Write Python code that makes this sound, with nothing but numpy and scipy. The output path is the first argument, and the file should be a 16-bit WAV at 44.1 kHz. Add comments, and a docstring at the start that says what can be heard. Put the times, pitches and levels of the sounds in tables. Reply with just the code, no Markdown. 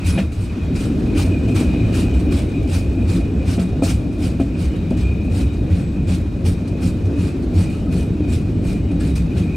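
"""A low wooden boom and drumming with a ring of steel wheels: an open carriage of a small railway rolls
through woodland, heard from its platform. Shaped noise gives the body, wheels and rolling hiss. Once each
wheel turn something rubs with a short hiss of friction noise and thumps the body in a few soft cycles.
A thin squeal of two close partials sounds near the start; now and then the coupling knocks, as dying modes.
"""
import sys
import numpy as np
from scipy import signal
from scipy.io import wavfile
from scipy.ndimage import uniform_filter1d

SR = 44100
rng = np.random.default_rng(int(sys.argv[2]) if len(sys.argv) > 2 else 0)


def generate_wav(signal):
    """Clip the signal to [-1, 1] and save it as 16-bit WAV at the path in sys.argv[1]."""
    frames = np.transpose(np.atleast_2d(signal))
    scaled = np.clip(frames, -1, 1) * 32767
    pcm = np.round(scaled).astype(np.int16)
    wavfile.write(sys.argv[1], SR, pcm)


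N = 421596  # length [samples]

# layer levels before the swells: (time [s], boom of the body [dB], drumming of the floor [dB],
# drumming of the side boards [dB], rolling hiss [dB], ring of the wheels [dB])
RIDE_LEVELS = [(0.0, -21.5, -27.5, -32, -41, -45), (0.2, -20, -26, -24.5, -35, -37.5),
               (0.3, -23, -36.5, -32.5, -48, -52), (0.55, -23.5, -27, -28.5, -42.5, -46),
               (1.01, -20.5, -24.5, -21.5, -40.5, -43.5), (1.97, -19, -24, -20.5, -40, -39),
               (2.61, -21, -29, -23, -43.5, -43.5), (3.3, -20, -27, -23, -43, -45.5),
               (4.1, -21.5, -27.5, -25, -44, -48.5), (4.8, -22, -23.5, -25.5, -43.5, -45),
               (5.4, -20, -26.5, -24.5, -44.5, -44.5), (6.3, -21, -25.5, -26.5, -44.5, -49),
               (7.2, -22.5, -25.5, -24, -43.5, -48.5), (8.0, -20, -25.5, -24.5, -44.5, -46),
               (8.7, -21, -25, -24.5, -44.5, -47), (9.56, -22.5, -23.5, -25, -44, -45.5)]
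# swell of each of those layers once a wheel turn: (depth [dB], lag behind the rub [share of a turn])
TURN_SWELLS = [(1, 0.13), (0.5, 0.19), (1, .05), (0.3, 0.34), (1.5, 0.27)]
# the swells change as the train gathers speed: (time [s], factor on the depth [ratio])
SWELL_GROWTH = [(0, .5), (4.0, .7), (4.6, 1), (7.0, 1.36), (9.56, 1.1)]
# relative noise spectra of body, floor, side boards, rolling and rub: (frequency [Hz], density [dB per Hz])
BOOM_SPECTRUM = [(12, -45), (20, -27), (32, -15), (42, -9), (52, -4), (66, 0), (80, -3), (96, -1),
                 (125, -8), (150, -20), (400, -90)]
FLOOR_SPECTRUM = [(60, -62), (100, -29), (140, 4), (172, 10), (202, 1.5), (240, -1.5), (320, -69),
                  (900, -90)]
BOARD_SPECTRUM = [(90, -64), (170, -16.5), (235, -2), (290, -0.5), (335, -7), (500, -18), (660, -22.5),
                  (800, -29), (1000, -41), (1400, -74), (3000, -92)]
ROLL_SPECTRUM = [(500, 11.5), (900, 8.5), (1350, 9.5), (2000, 3), (2900, 0), (4200, -1.5), (6500, -7.5),
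                 (7900, -10.5), (10000, -15.5), (12500, -18.5), (15600, -33)]
RUB_SPECTRUM = [(470, -29), (800, -3), (1000, -9), (1430, -5), (1700, -10), (2060, -9), (2420, -5),
                (3290, -10), (4330, -7), (6770, -13), (8680, -9), (9600, -14), (12000, -22), (14000, -25),
                (15600, -29)]
# modes of the steel wheels: (frequency [Hz])
WHEEL_MODES_HZ = [2445, 2495, 2914, 3793, 4165, 7255, 7865, 8622, 9517]
# the same modes in the same order: (width [Hz], level before division by the width [dB])
WHEEL_MODE_SHAPES = [(50.6, 15), (49.7, 10.5), (50, 4), (45, 4), (50, -4), (40, -31), (60.5, -5.5),
                     (100, -41), (50, -19)]
# likeness of the two channels: (frequency [Hz], correlation [ratio])
CHANNEL_LIKENESS = [(60, 0.99), (110, 0.99), (200, 0.97), (380, 0.92), (700, 0.61), (1290, 0.23),
                    (2380, 0.82), (4400, 0.67), (8120, 1), (15000, 0.71)]
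# balance of the two channels: (frequency [Hz], left over right [dB])
CHANNEL_BALANCE = [(60, 0.0), (180, 0.5), (550, 1.0), (1650, 1), (4970, 0.5), (15000, -0.5)]
# lurches of the body, besides the thumps: (time of the crest [s], rms level at the crest [dB], note [Hz])
LURCHES = [(0.194, -17.5, 193.6), (0.267, -19, 76.6), (1.282, -18, 91.7), (1.471, -19.5, 108.5),
           (1.677, -19, 74), (1.836, -15.5, 109.7), (1.996, -21, 67.5), (2.168, -13.5, 65.7),
           (2.585, -24, 64.6), (2.919, -19, 67.3), (3.204, -19.5, 57.5), (3.388, -20, 66.4),
           (3.62, -20, 183), (3.747, -19, 66.3), (3.955, -19, 66), (4.323, -19, 67.3), (4.69, -15, 65),
           (5.07, -15.5, 63.7), (5.322, -23, 65), (5.445, -17.5, 66), (7.061, -17.5, 96),
           (9.22, -15.5, 65.6)]
# one row a wheel turn: (start of the rub [s], rise [s], hold [s], pressure [dB], extra low hiss at the
# start [dB], thump of the body [dB], thump of the floor [dB])
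WHEEL_TURNS = [(0.04, 0.028, 0.025, -34.5, -1.5, -17, -29), (0.35, 0.075, 0.032, -50, 1, -29, -30),
               (0.738, 0.022, 0.096, -44.5, 3.5, -23, -32), (1.147, 0.032, 0.048, -37, 2, -17.5, -26),
               (1.543, 0.015, 0.055, -39, 2.5, -19, -26), (1.923, 0.029, 0.048, -36.5, 1, -24, -31),
               (2.306, 0.019, 0.072, -43, 5, -20, -32), (2.673, 0.076, 0.019, -36.5, 1, -16, -23.5),
               (3.067, 0.024, 0.083, -43.5, 3, -19, -25), (3.451, 0.032, 0.055, -41.5, 3.5, -17, -36),
               (3.819, 0.017, 0.067, -34.5, -0.5, -23, -21.5), (4.182, 0.052, 0.04, -42, 3.5, -16.5, -23),
               (4.565, 0.041, 0.047, -46.5, 2.5, -22, -30), (4.963, 0.011, 0.052, -50.5, 6, -29, -23.5),
               (5.299, 0.053, 0.066, -44, 3.5, -18, -24.5), (5.697, 0.01, 0.11, -53.5, 8, -14, -20),
               (6.067, 0.022, 0.066, -43.5, 3.5, -13.5, -18), (6.44, 0.021, 0.024, -38, -0.5, -15.5, -21.5),
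               (6.8, 0.029, 0.051, -43, 0.5, -18, -18.5), (7.158, 0.04, 0.082, -48, 4.5, -21.5, -19.5),
               (7.534, 0.052, 0.04, -42.5, 4.5, -13.5, -20.5), (7.907, 0.02, 0.084, -45.5, 1.5, -19, -24.5),
               (8.274, 0.06, 0.016, -41.5, 2, -23, -31), (8.619, 0.044, 0.069, -47, 1.5, -21, -26.5),
               (8.993, 0.016, 0.082, -46.5, 2, -18, -29), (9.347, 0.034, 0.015, -46, 4, -17, -26)]
# short scuffs between and during the rubs: (time [s], pressure [dB], dying time t60 [s])
SHORT_SCUFFS = [(0.18, -44, 0.24), (0.316, -47.5, 0.28), (0.9234, -58, .12), (0.9941, -52, .12),
                (1.476, -48, 0.46), (2.134, -51, 0.25), (2.19, -47, 0.17), (2.488, -50, .12),
                (2.6224, -51, .12), (3.593, -40, 0.24), (3.9, -40, 0.095), (4.1225, -50, 0.13),
                (4.396, -46.5, .25), (4.7561, -52, 0.11), (4.8998, -46.5, 0.13), (5.24, -50, .12),
                (5.5294, -49, .12), (6.6722, -47, .12), (7.0479, -51, .12), (7.419, -48, .12),
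                (7.698, -48, 0.53), (8.9087, -50, 0.14), (9.153, -38, 0.24)]
# a thin metal squeal: (time [s], upper partial [Hz], level [dB])
SQUEAL_TRACK = [(0.055, 10785, -57), (0.069, 10784, -48), (0.139, 10750, -41), (0.233, 10789, -69),
                (0.27, 10692, -79)]
# knocks of the coupling and softer bumps from the track: (time [s], level [dB], note of the frame [Hz],
# iron modes, relative [dB], clank, relative [dB])
COUPLING_KNOCKS = [(0.176, -14, 203, 9, -8), (1.144, -16, 182, -6, -20), (1.277, -20, 263, -6, -26),
                   (1.484, -17.5, 250, 1, -24.5), (1.61, -12, 304, -4.5, -31),
                   (1.739, -18.5, 303, 4.5, -20), (2.32, -20.5, 277, 0, -24), (3.579, -13, 240, 3.5, -21.5),
                   (3.822, -9, 268, 6, -30), (4.399, -8, 268, 0.5, -29), (4.911, -11, 235, -0.5, -32),
                   (5.083, -25.5, 245, -4, -30), (6.254, -23, 271, -6, -24), (6.828, -18, 240, -11, -27),
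                   (7.949, -13.5, 173, -7, -33), (8.104, -17, 255, -16, -37), (8.205, -13.5, 297, -16, -37),
                   (8.907, -15.5, 281, -2, -30), (9.358, -14, 170, -5, -23)]
# modes of the frame: (multiple of its note [ratio], level [dB], t60 [s])
FRAME_MODES = [(.82, -5.5, 0.16), (1.0, 2.5, 0.11), (1.24, -5.5, 0.049)]
# modes of the ironwork: (frequency [Hz], level [dB], t60 [s])
IRON_MODES = [(534, -14, 0.12), (600, -15, 0.091), (666.4, -16.5, 0.16), (777, -24.5, 0.13),
              (1280, -30.5, 0.092), (2440, -26.5, 0.11)]
# small loose parts: (time [s], level [dB], frequency [Hz])
LOOSE_PARTS = [(5.69, -30, 550), (6.405, -31, 550), (6.75, -30, 550), (7.745, -42, 1300),
               (7.868, -38, 1270), (9.005, -35, 1700)]

# the contact closes, holds, lets go fast, then lingers
RISE_DB, FALL_DB_PER_S, TAIL_DB, TAIL_DB_PER_S = 16.5, 255, -15, 90
# the thumps crest after the middle of the rise
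BODY_HZ, BODY_LAG_S, FLOOR_HZ, FLOOR_LAG_S = 89.14, 0.02725, 178.6, 0.056
THUD_S = 0.135
SCUFF_RISE_S, SCUFF_DULL_DB = 0.0088, 1.5
CLANK_RISE_S = 0.012
EDGE_HZ = 15720  # upper band limit


def gain_of(db):
    """Logarithmic level: decibels become an amplitude factor."""
    return 10 ** (np.asarray(db) / 20)


def evened(x):
    """Normalisation of power: the signal is scaled to rms 1."""
    return x / np.sqrt(np.mean(x ** 2) + 1e-20)


def read(points, hz):
    """Spectral interpolation: a table is read on a log-frequency axis."""
    f, value = np.transpose(points)
    return np.interp(np.log(hz + 1), np.log(f + 1), value)


def coloured(points):
    """Spectral shaping: a table becomes a gain over frequency."""
    return lambda hz: gain_of(read(points, hz))


def add(mix, s, sound):
    """Superposition: a sound is summed into the mix at time s."""
    part = mix[max(round(s * SR), 0):][:len(sound)]
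    part += sound[:len(part)]


def noise(gain, size, patchy_db, patch_s, patch_hz):
    """Partial coherence: two-channel noise of rms 1 from random short-time spectra with drifting patches."""
    hop, hz = size // 4, np.fft.rfftfreq(size, 1 / SR)
    a, b, c, d, patches = rng.standard_normal((N // hop + 5, len(hz), 5)).T
    patches = uniform_filter1d(patches, max(round(patch_hz * size / SR), 1), 0)
    patches = evened(uniform_filter1d(patches, max(round(patch_s * SR / hop), 1), 1))
    # the share of mid and side sets the correlation of the channels
    angle = np.arccos(np.clip(read(CHANNEL_LIKENESS, hz), -1, 1))[:, None] / 2
    mid = (a + 1j * b) * np.cos(angle)
    side = (c + 1j * d) * np.sin(angle)
    lean = gain_of(read(CHANNEL_BALANCE, hz) / 2)[:, None]
    spectra = np.array([(mid + side) * lean, (mid - side) / lean])
    spectra = spectra * gain(hz)[:, None] * gain_of(patchy_db * patches)
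    return evened(signal.istft(spectra, nperseg=size, noverlap=size - hop)[1][:, :N])


def curve(rows, axis):
    """Envelope interpolation: one dB column becomes a gain for every sample."""
    columns = np.transpose(rows)
    return gain_of(np.interp(np.arange(N) / SR, columns[0], columns[axis]))


def ride(axis):
    """Periodic amplitude modulation: one layer's slow level swells on every wheel turn."""
    depth_db, lag = TURN_SWELLS[axis - 1]
    t, starts = np.arange(N) / SR, np.transpose(WHEEL_TURNS)[0]
    next_start = 2 * starts[-1] - starts[-2]  # closes the last turn
    turns = np.interp(t, [*starts, next_start], np.arange(len(starts) + 1))
    growth = np.interp(t, *np.transpose(SWELL_GROWTH))
    swell = growth * np.cos(2 * np.pi * (turns - lag))
    return curve(RIDE_LEVELS, axis=axis) * gain_of(depth_db * swell)


def body():
    """Forced vibration: rail roughness shakes the frame, the floor and the side boards."""
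    boom = noise(coloured(BOOM_SPECTRUM), size=4096, patchy_db=-0.3, patch_s=0.1, patch_hz=30)
    floor = noise(coloured(FLOOR_SPECTRUM), size=2048, patchy_db=2.0, patch_s=0.06, patch_hz=100)
    boards = noise(coloured(BOARD_SPECTRUM), size=2048, patchy_db=1.5, patch_s=0.05, patch_hz=120)
    return ride(axis=1) * boom + ride(axis=2) * floor + ride(axis=3) * boards


def modes(hz):
    """Resonance: each wheel mode answers in a peak about its own frequency."""
    power = 0
    for f, (width, db) in zip(WHEEL_MODES_HZ, WHEEL_MODE_SHAPES):
        power = power + gain_of(2 * db) / width / (1 + (2 * (hz - f) / width) ** 2) ** 0.86
    return np.sqrt(power)


def wheels():
    """Sustained resonance: the rail keeps the wheel modes ringing over the flickering hiss of rolling."""
    ring = ride(axis=5) * noise(modes, size=2048, patchy_db=3.5, patch_s=0.085, patch_hz=300)
    rolling = noise(coloured(ROLL_SPECTRUM), size=512, patchy_db=-0.5, patch_s=0.035, patch_hz=2500)
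    hiss = ride(axis=4) * rolling
    flicker = gain_of(1.1 * evened(uniform_filter1d(rng.standard_normal(N), 900)))
    return ring + flicker * hiss


def thuds():
    """Short damped oscillation: each thump and lurch swells and dies as a few soft cycles."""
    rows = list(LURCHES)
    for s, rise, _, _, _, body_db, floor_db in WHEEL_TURNS:
        middle = s + rise / 2
        rows.append((middle + BODY_LAG_S, body_db, BODY_HZ))
        rows.append((middle + FLOOR_LAG_S, floor_db, FLOOR_HZ))
    out, t = np.zeros(N), np.arange(0, THUD_S, 1 / SR)
    bell = np.hanning(len(t))
    for (s, db, hz), phase in zip(rows, rng.random(len(rows))):
        cycles = np.sin(2 * np.pi * (hz * t + phase))
        add(out, s - THUD_S / 2, np.sqrt(2) * gain_of(db) * bell * cycles)
    return out


def rubbing():
    """Dry friction: contact pressure gates gritty noise, whose lower part grows when the contact is dull."""
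    pressure, dull, t = np.zeros(N), np.zeros(N), np.arange(0, 0.4, 1 / SR)
    for s, rise, hold, db, dull_db, _, _ in WHEEL_TURNS:
        after = np.maximum(t - rise - hold, 0)
        release_db = np.maximum(-FALL_DB_PER_S * after, TAIL_DB - TAIL_DB_PER_S * after)
        rise_db = -RISE_DB * np.maximum(1 - t / rise, 0)
        gain = gain_of(db + rise_db + release_db) * np.minimum(t / 0.0028, 1)
        add(pressure, s, gain)
        add(dull, s, gain * gain_of(dull_db - 20.0 * t))
    for s, db, t60 in SHORT_SCUFFS:
        gain = gain_of(db - 60 * t / t60) * np.minimum(t / SCUFF_RISE_S, 1)
        add(pressure, s, gain)
        add(dull, s, gain * gain_of(SCUFF_DULL_DB))
    grit = noise(coloured(RUB_SPECTRUM), size=512, patchy_db=2.2, patch_s=0.025, patch_hz=600)
    wheel_ring = noise(modes, size=1024, patchy_db=3.5, patch_s=0.055, patch_hz=300)
    sound = grit + gain_of(-10.0) * wheel_ring  # the rub rings the wheel
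    low = signal.sosfiltfilt(signal.butter(2, 4500, fs=SR, output="sos"), sound)
    high = sound - low
    ragged = gain_of(1.1 * evened(uniform_filter1d(rng.standard_normal(N), 500)))
    return ragged * (pressure * high + dull * low) / np.std(high)


def squeal():
    """Beating: two close, wavering high partials lie 55 Hz apart."""
    s, hz, db = np.transpose(SQUEAL_TRACK)
    t, out = np.arange(s[0], s[-1], 1 / SR), np.zeros(N)
    cycles = np.cumsum(np.interp(t, s, hz)) / SR
    tone = np.sin(2 * np.pi * cycles) + 0.7 * np.sin(2 * np.pi * (cycles - 55 * t))
    add(out, s[0], gain_of(np.interp(t, s, db)) * tone * signal.windows.tukey(len(t), 0.1))
    return out


def struck(table, t):
    """Free decay: modes die exponentially after one blow."""
    total = 0
    for hz, db, t60 in table:
        total = total + gain_of(db - 60 * t / t60) * np.sin(2 * np.pi * (hz * t + 0.25 * rng.random()))
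    return total


def knocks():
    """Impact: a blow rings frame and ironwork, loose iron clanks as a dying rattle, and small parts clink."""
    out, t = np.zeros(N), np.arange(0, 0.3, 1 / SR)
    rise = np.minimum(t / 0.002, 1)
    rattle_band = signal.butter(4, [1300, 3300], "bandpass", fs=SR, output="sos")
    for s, db, note_hz, iron_db, clank_db in COUPLING_KNOCKS:
        frame = struck([(note_hz * factor, mode_db, t60) for factor, mode_db, t60 in FRAME_MODES], t)
        iron = gain_of(iron_db) * struck(IRON_MODES, t)
        rattle = evened(signal.sosfilt(rattle_band, rng.standard_normal(len(t))))
        clank = gain_of(clank_db - 60 * t / 0.12) * np.minimum(t / CLANK_RISE_S, 1) * rattle
        add(out, s, gain_of(db) * (frame + iron + clank) * rise)
    for s, db, hz in LOOSE_PARTS:
        clink = gain_of(db - 60 * t / 0.14) * np.sin(2 * np.pi * hz * t)
        add(out, s, clink * np.minimum(t / 0.0042, 1))
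    return out


def scene():
    """Superposition: every source on the platform is summed, the knocks a little to the left."""
    placed_knocks = knocks() * gain_of([[0.4], [-0.4]])
    return body() + wheels() + thuds() + rubbing() + squeal() + placed_knocks


def record(dry):
    """Saturation and band limiting: loud crests are rounded off, then the highest treble is removed."""
    ceiling = gain_of(1)
    held = ceiling * np.tanh(dry / ceiling)
    edge = signal.firwin(2047, EDGE_HZ, window=("kaiser", 12), fs=SR)
    return signal.oaconvolve(held, edge[None], "same")


dry = scene()
out = record(dry)
generate_wav(out)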